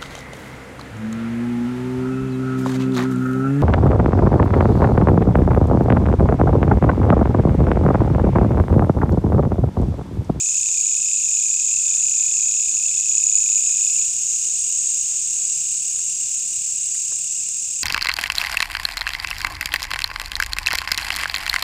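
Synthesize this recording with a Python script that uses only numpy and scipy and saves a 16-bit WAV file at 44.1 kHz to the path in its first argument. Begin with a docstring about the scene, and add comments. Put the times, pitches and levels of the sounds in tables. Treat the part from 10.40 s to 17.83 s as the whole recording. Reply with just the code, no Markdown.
"""Night undergrowth. A wide cricket chorus, a fast singer further off and a faint low rumble run throughout.
From the start a bush cricket trills close by, amid soft taps and rustles of someone handling a knife.
At 3.1 s a second, brighter one enters; the first stops by 3.7 s. Later the chorus, then the fast singer, fade.
Near wingbeats are gliding harmonic rasps plus ringing strokes near 7-8 kHz; leaves add decaying noise echoes.
The chorus is throbbing noise bands plus a few tones; rumble, taps and rustles are filtered noise."""
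import sys
import numpy as np
from scipy import signal
from scipy.fft import rfft, irfft
from scipy.io import wavfile

SR = 44100
rng = np.random.default_rng(int(sys.argv[2]) if len(sys.argv) > 2 else 0)


def put_to_file(sound):
    """Save the sound as 16-bit audio at rate SR, in the file named by the first command-line argument."""
    columns = np.atleast_2d(sound).T  # one column per channel
    safe = np.clip(columns, -1, 1)
    whole_steps = np.round(safe * 32767)
    wavfile.write(sys.argv[1], SR, whole_steps.astype(np.int16))


N = 327663
TIME_S = np.arange(N) / SR


def undb(db):
    """Decibels to gain."""
    return 10 ** (np.asarray(db) / 20)


def unit(x):
    """Scale to an rms of 1."""
    return x / np.sqrt(np.mean(x ** 2))


def wander(rate_hz):
    """Smooth random curve of rms 1: white noise under a Gaussian low-pass of width rate_hz."""
    freq_hz = np.arange(N // 2 + 1) * SR / N
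    lowpass = np.exp(-.5 * (freq_hz / rate_hz) ** 2)
    return unit(irfft(rfft(rng.standard_normal(N)) * lowpass, N))


def colour(x, points):
    """Shape by (freq_hz, gain_db) points; beyond the ends fall 24 dB/octave below, 12 above."""
    point_hz, point_db = np.transpose(points)
    freq_hz = np.arange(1, N // 2 + 2) * SR / N
    skirts = np.minimum(freq_hz / point_hz[0], 1) ** 4 * np.minimum(point_hz[-1] / freq_hz, 1) ** 2
    gain_db = np.interp(np.log(freq_hz), np.log(point_hz), point_db)
    return unit(irfft(rfft(x) * skirts * undb(gain_db), N))


def band(x, center_hz, octaves):
    """Butterworth band-pass around a centre."""
    edges_hz = center_hz * 2 ** (np.array([-.5, .5]) * octaves)
    edges_hz = np.minimum(edges_hz, SR / 2 - 1000)
    return signal.sosfilt(signal.butter(2, edges_hz, "band", fs=SR, output="sos"), x)


def leaves(x, wet_db, t60_s):
    """Leaves and stems send back a dense, short smear: convolution with decaying noise."""
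    t_s = TIME_S[:SR // 4]
    smear = rng.standard_normal(len(t_s)) * np.exp(-np.log(1000) * t_s / t60_s)
    wet = unit(signal.fftconvolve(x, smear)[:N])
    return unit(unit(x) + undb(wet_db) * wet)


def reflect(x, delay_s, db):
    """One delayed copy by way of the ground or a nearby surface."""
    return x + undb(db) * np.interp(TIME_S - delay_s, TIME_S, x)


def swell(center_s, length_s):
    """Gaussian rise and fall; length_s is the full width at 1/e."""
    return np.exp(-(2 * (TIME_S - center_s) / length_s) ** 2)


def fade(db, start_s, db_per_s):
    """Hold a level, then sink steadily."""
    return undb(db - db_per_s * np.maximum(TIME_S - start_s, 0))


def wingbeats(rate_hz, start_turns):
    """Wing phase in turns: the integral of the beat rate."""
    return start_turns + np.cumsum(rate_hz) / SR


def stroke(turns, length, hz, glide, rough, scatter_db, count=1, edge=2, stray=.006):
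    """Once a turn the scraper runs over the file: a short tone at the tooth rate with count partials."""
    beat = np.round(turns).astype(int)
    place = turns - beat  # turns from the stroke centre
    beat -= beat.min()
    size, detune = rng.standard_normal((beat.max() + 1, 2))[beat].T  # one draw per beat
    pressure = np.exp(-.5 * np.abs(place / length) ** edge) * undb(scatter_db * size)
    # rough: fast pitch jitter, uneven from tooth to tooth; stray: detuning from beat to beat
    tooth_hz = hz * (1 + glide * place + stray * detune + rough * wander(501.8))
    angle = 2 * np.pi * np.cumsum(tooth_hz) / SR
    partials = sum(np.sin(k * angle) for k in range(1, count + 1))
    return unit(pressure * partials)


# rumble spectrum: freq_hz, gain_db
AIR_SPECTRUM = [(15, -49), (25, -25), (53, -5.5), (107, 1), (261, -10.5), (323, -9), (438, -15.5),
                (697, -16.5), (864, -19), (1190, -19.5), (1800, -18), (2340, -17), (3960, -120)]


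def night_air():
    """Faint low rumble of shaped noise, with a hum wavering in pitch and level."""
    rumble = colour(rng.standard_normal(N), AIR_SPECTRUM) * undb(-56.5 + 0.48 * wander(6.8))
    hum_hz = 113 + 3 * wander(3.9)
    hum = np.sin(2 * np.pi * np.cumsum(hum_hz) / SR) * undb(-69.5 + 3 * wander(3.6))
    return rumble + hum


# taps of knife and twigs: start_s, peak_db, pitch_hz, t60_s
KNIFE_TAPS = [(.085, -46, 690, 0.064), (.286, -42, 546, 0.072), (0.404, -47, 400, 0.036),
              (1.128, -46, 220, .05), (1.324, -39, 1790, 0.017), (1.47, -45, 650, .11),
              (2.468, -41, 1805, .06), (3.292, -41, 1890, .04), (5.559, -42, 740, 0.026),
              (5.589, -39.5, 1310, 0.05), (6.551, -30, 2400, 0.017), (6.721, -35.5, 520, .022),
              (7.085, -47, 1200, .03), (7.279, -48, 500, 0.061)]
# rustles: center_s, length_s, level_db, pitch_hz
HANDLING_RUSTLES = [(0.19, 0.62, -64, 550), (1.178, 0.071, -59, 1600), (1.53, 0.2, -55.5, 900),
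                    (1.85, 0.68, -61, 1400), (2.341, 0.07, -53, 1800), (2.815, 0.26, -61.5, 647),
                    (4.08, 0.23, -63, 750), (4.732, 0.064, -52.5, 1400), (5.016, 0.27, -61.5, 1000)]


def handling():
    """Dull taps as decaying noise bursts; soft rustles as band noise with a fast random level."""
    out = np.zeros(N)
    t_s = TIME_S[:SR // 10]
    for start_s, peak_db, pitch_hz, t60_s in KNIFE_TAPS:
        burst = rng.standard_normal(len(t_s)) * np.exp(-np.log(1000) * t_s / t60_s)
        tap = band(burst, pitch_hz, 2.54)
        at = int(start_s * SR)
        out[at:at + len(t_s)] += undb(peak_db) * tap / np.abs(tap).max()
    for center_s, length_s, level_db, pitch_hz in HANDLING_RUSTLES:
        grains = rng.standard_normal(N) * undb(5 * wander(90))
        crackle = unit(band(grains, pitch_hz, 2.3))
        out += undb(level_db) * crackle * swell(center_s, length_s)
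    return out


def far_tones(count=6):
    """A few singers that stand out of the chorus, each with its own pitch and beat."""
    voices = 0
    for hz in np.linspace(6600, 7650, count):
        turns = rng.uniform(38, 70) * TIME_S + .3 * wander(0.96) + rng.random()
        voice = stroke(turns, length=0.14, hz=hz, glide=0.012, rough=0.00795, scatter_db=-0.5)
        voices = voices + voice * undb(2 * wander(2.4))
    return leaves(voices, wet_db=1.5, t60_s=0.06)


# lag off a surface close to the microphone
NEAR_ECHO_S = .001358
CHORUS_DB, CHORUS_FADES_S, CHORUS_FADE_DB_PER_S = -24, 4.3, 0.77
# far chorus spectrum: freq_hz, gain_db
CHORUS_SPECTRUM = [(1900, -46.5), (2300, -28), (2650, -21.5), (3150, -27.5), (3600, -23.5), (4100, -25),
                   (5200, -19.5), (6100, -9.5), (6800, -2), (7500, -0.5), (8600, -13), (10300, -28.5),
                   (12000, -45), (14500, -35.5)]


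def chorus(count=22):
    """Many far singers as noise bands, each with its own pitch and beat, blurred into one shrill band."""
    crowd = 0
    for hz in np.geomspace(2000, 15500, count):
        beat_hz = rng.uniform(45, 90) + 1.4 * wander(1.56)
        turns = np.cumsum(beat_hz) / SR + rng.random()
        throb_db = 2 * np.sin(2 * np.pi * turns) + 1.8 * wander(250)
        crowd = crowd + band(rng.standard_normal(N), hz, 3 / count) * undb(throb_db)
    crowd = unit(reflect(colour(crowd, CHORUS_SPECTRUM), NEAR_ECHO_S, db=-24.5))
    return (crowd + undb(-4) * far_tones()) * fade(CHORUS_DB, CHORUS_FADES_S, CHORUS_FADE_DB_PER_S)


FAST_BEAT_HZ = 59.1
FAST_DB, FAST_FADES_S, FAST_FADE_DB_PER_S = -27, 4.76, 9.5


def fast_cricket():
    """Singer deeper in the leaves: two single-tone strokes a beat, reflections almost as strong as direct."""
    turns = FAST_BEAT_HZ * TIME_S + 0.402
    closing = stroke(turns, length=0.068, hz=6810, glide=0.0078, rough=.022, scatter_db=1.5, stray=.006)
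    opening = stroke(turns + 0.3, length=0.062, hz=6640, glide=0.006, rough=0.0259, scatter_db=-2.0)
    song = leaves(closing + undb(-9) * opening, wet_db=-2, t60_s=0.27)
    return song * fade(FAST_DB, FAST_FADES_S, FAST_FADE_DB_PER_S)


# leaf reflections of both near singers, relative to direct sound
NEAR_WET_DB = -10
SECOND_START_S, SECOND_BEAT_HZ = 3.08, 36.66
# one hesitation: the beat slows briefly
HESITATION_HZ, HESITATION_CENTER_S, HESITATION_LENGTH_S = 1.05, 3.964, 1.538
SECOND_RASP_DB, SECOND_RING_DB = -32, -39.5
# rasp overtone spectrum as heard, with a deep dip near 12 kHz: freq_hz, gain_db
SECOND_RASP_SPECTRUM = [(2400, -1.5), (2850, 1), (5000, 4.5), (5700, 5), (7450, 18), (8600, 15.5),
                        (10300, -3), (10900, -3.5), (12100, -43), (13400, -6), (14800, -6), (16000, -10)]
# ringing-stroke swells: center_s, length_s, level_db
SECOND_RING_SWELLS = [(3.5, .25, -37), (4.402, 0.62, -32), (5.04, 0.24, -28.5), (5.343, 0.23, -27.5),
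                      (6.4, 0.58, -34)]


def second_cricket():
    """Brighter, slightly faster singer: a flatter lead into a steeply climbing rasp, then a ring."""
    rate_hz = SECOND_BEAT_HZ - HESITATION_HZ * swell(HESITATION_CENTER_S, HESITATION_LENGTH_S)
    turns = wingbeats(rate_hz, -.013)
    lead = stroke(turns - .34, length=0.13, hz=2511, glide=0.051, rough=.016, scatter_db=1.9,
                  count=6, edge=2.8)
    climb = stroke(turns - .52, length=0.1, hz=2742, glide=0.45, rough=0.0271, scatter_db=2,
                   count=6, stray=.015)
    squeak = stroke(turns - .65, length=0.11, hz=5450, glide=0.148, rough=.016, scatter_db=3)
    ring = stroke(turns - .8, length=0.083, hz=7960, glide=-0.038, rough=.013, scatter_db=2.5, stray=.009)
    rasp = colour(climb + undb(-1) * lead, SECOND_RASP_SPECTRUM)
    rasp = unit(reflect(rasp, NEAR_ECHO_S, db=-16.0)) + undb(-22) * squeak
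    rasp = leaves(rasp, NEAR_WET_DB, t60_s=0.095) * undb(SECOND_RASP_DB)
    effort = undb(SECOND_RING_DB)
    for center_s, length_s, level_db in SECOND_RING_SWELLS:
        effort = effort + undb(level_db) * swell(center_s, length_s)
    ring = leaves(ring, NEAR_WET_DB, t60_s=0.062) * effort
    return (rasp + ring) * np.clip((TIME_S - SECOND_START_S) / 0.11, 0, 1)


def catch(turns, hz):
    """The wing catches on the file and rings for a few milliseconds."""
    return stroke(turns, length=0.059, hz=hz, glide=-.04, rough=.011, scatter_db=1.1, edge=2.4, stray=.004)


# narrow wing resonances: freq_hz, gain_db
WING_RESONANCES = [(6900, 1.5), (7000, -3), (7135, 0.5)]


def wing(x):
    """The wing membrane keeps sounding after a stroke: narrow resonances added to the input."""
    return x + sum(undb(gain_db) * band(x, freq_hz, 0.0082) for freq_hz, gain_db in WING_RESONANCES)


FIRST_STOP_S, FIRST_RASP_DB = 3.68, -34.5
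# tiring: the beat sags ever faster towards the stop
FIRST_BEAT_HZ, TIRED_SAG_HZ, TIRING_S = 35.241, 1.234, 1.154
# rasp overtone spectrum as heard: freq_hz, gain_db
FIRST_RASP_SPECTRUM = [(2450, 0), (3000, 3.5), (4800, -2.5), (5400, -3.5), (7400, 10), (8300, -1.5),
                       (9900, -5), (10800, -11.5), (12000, -18), (13000, -30), (15300, -27)]
# catches in every beat: place_turns, pitch_hz, level_db
STEADY_CATCHES = [(.81, 6910, -27), (1.15, 6996, -30)]
# catches while it presses harder: center_s, length_s, level_db, place_turns, pitch_hz
SWELLING_CATCHES = [(.4, 0.35, -27.5, 0.82, 6930), (1.0, 1.1, -27, 1.135, 6990),
                    (1.4, 2.2, -27, 1.235, 7350), (1.74, 0.71, -23, .92, 7037),
                    (2.91, 0.84, -20, 0.787, 6895), (3.15, 0.74, -26, 1.06, 7150),
                    (3.5, 0.39, -23, 0.743, 6945)]


def first_cricket():
    """Nearest singer: a rasp, then ringing catches of the wing, 35 times a second until it tires and stops."""
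    rate_hz = FIRST_BEAT_HZ - TIRED_SAG_HZ * np.exp(np.minimum(TIME_S - FIRST_STOP_S, 0) / TIRING_S)
    turns = wingbeats(rate_hz, .329)
    rasp = stroke(turns - .46, length=0.09, hz=2555, glide=0.22, rough=0.02716, scatter_db=1.4,
                  count=6, edge=4.1, stray=.012)
    scrape = stroke(turns - .48, length=0.15, hz=3593, glide=0.025, rough=0.05, scatter_db=3.5, edge=4.5)
    # squeak as the scraper leaves the file
    squeak = stroke(turns - .6, length=0.047, hz=5320, glide=.1, rough=0.0201, scatter_db=1.5, stray=.015)
    rasp = reflect(colour(rasp, FIRST_RASP_SPECTRUM), delay_s=.0074, db=-12)
    rasp = rasp + undb(-18) * scrape + undb(-11) * squeak
    rasp = leaves(rasp, NEAR_WET_DB, t60_s=0.12) * undb(FIRST_RASP_DB)
    ring = 0
    for place_turns, pitch_hz, level_db in STEADY_CATCHES:
        ring = ring + undb(level_db) * catch(turns - place_turns, pitch_hz)
    for center_s, length_s, level_db, place_turns, pitch_hz in SWELLING_CATCHES:
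        effort = undb(level_db) * swell(center_s, length_s)
        ring = ring + effort * catch(turns - place_turns, pitch_hz)
    # resonances and leaves leave the overall ring level unchanged
    ring = leaves(wing(ring), NEAR_WET_DB, t60_s=0.1) * np.std(ring)
    return (rasp + ring) * np.clip((FIRST_STOP_S - TIME_S) / 0.055, 0, 1)


def scene():
    """All the singers and small sounds at one microphone."""
    background = night_air() + handling() + chorus() + fast_cricket()
    return (background + second_cricket() + first_cricket())[None]


TOP_HZ = 15500


def record(dry):
    """Steep elliptic low-pass at TOP_HZ."""
    return signal.sosfilt(signal.ellip(10, .2, 80, TOP_HZ, fs=SR, output="sos"), dry)


dry = scene()
out = record(dry)
put_to_file(out)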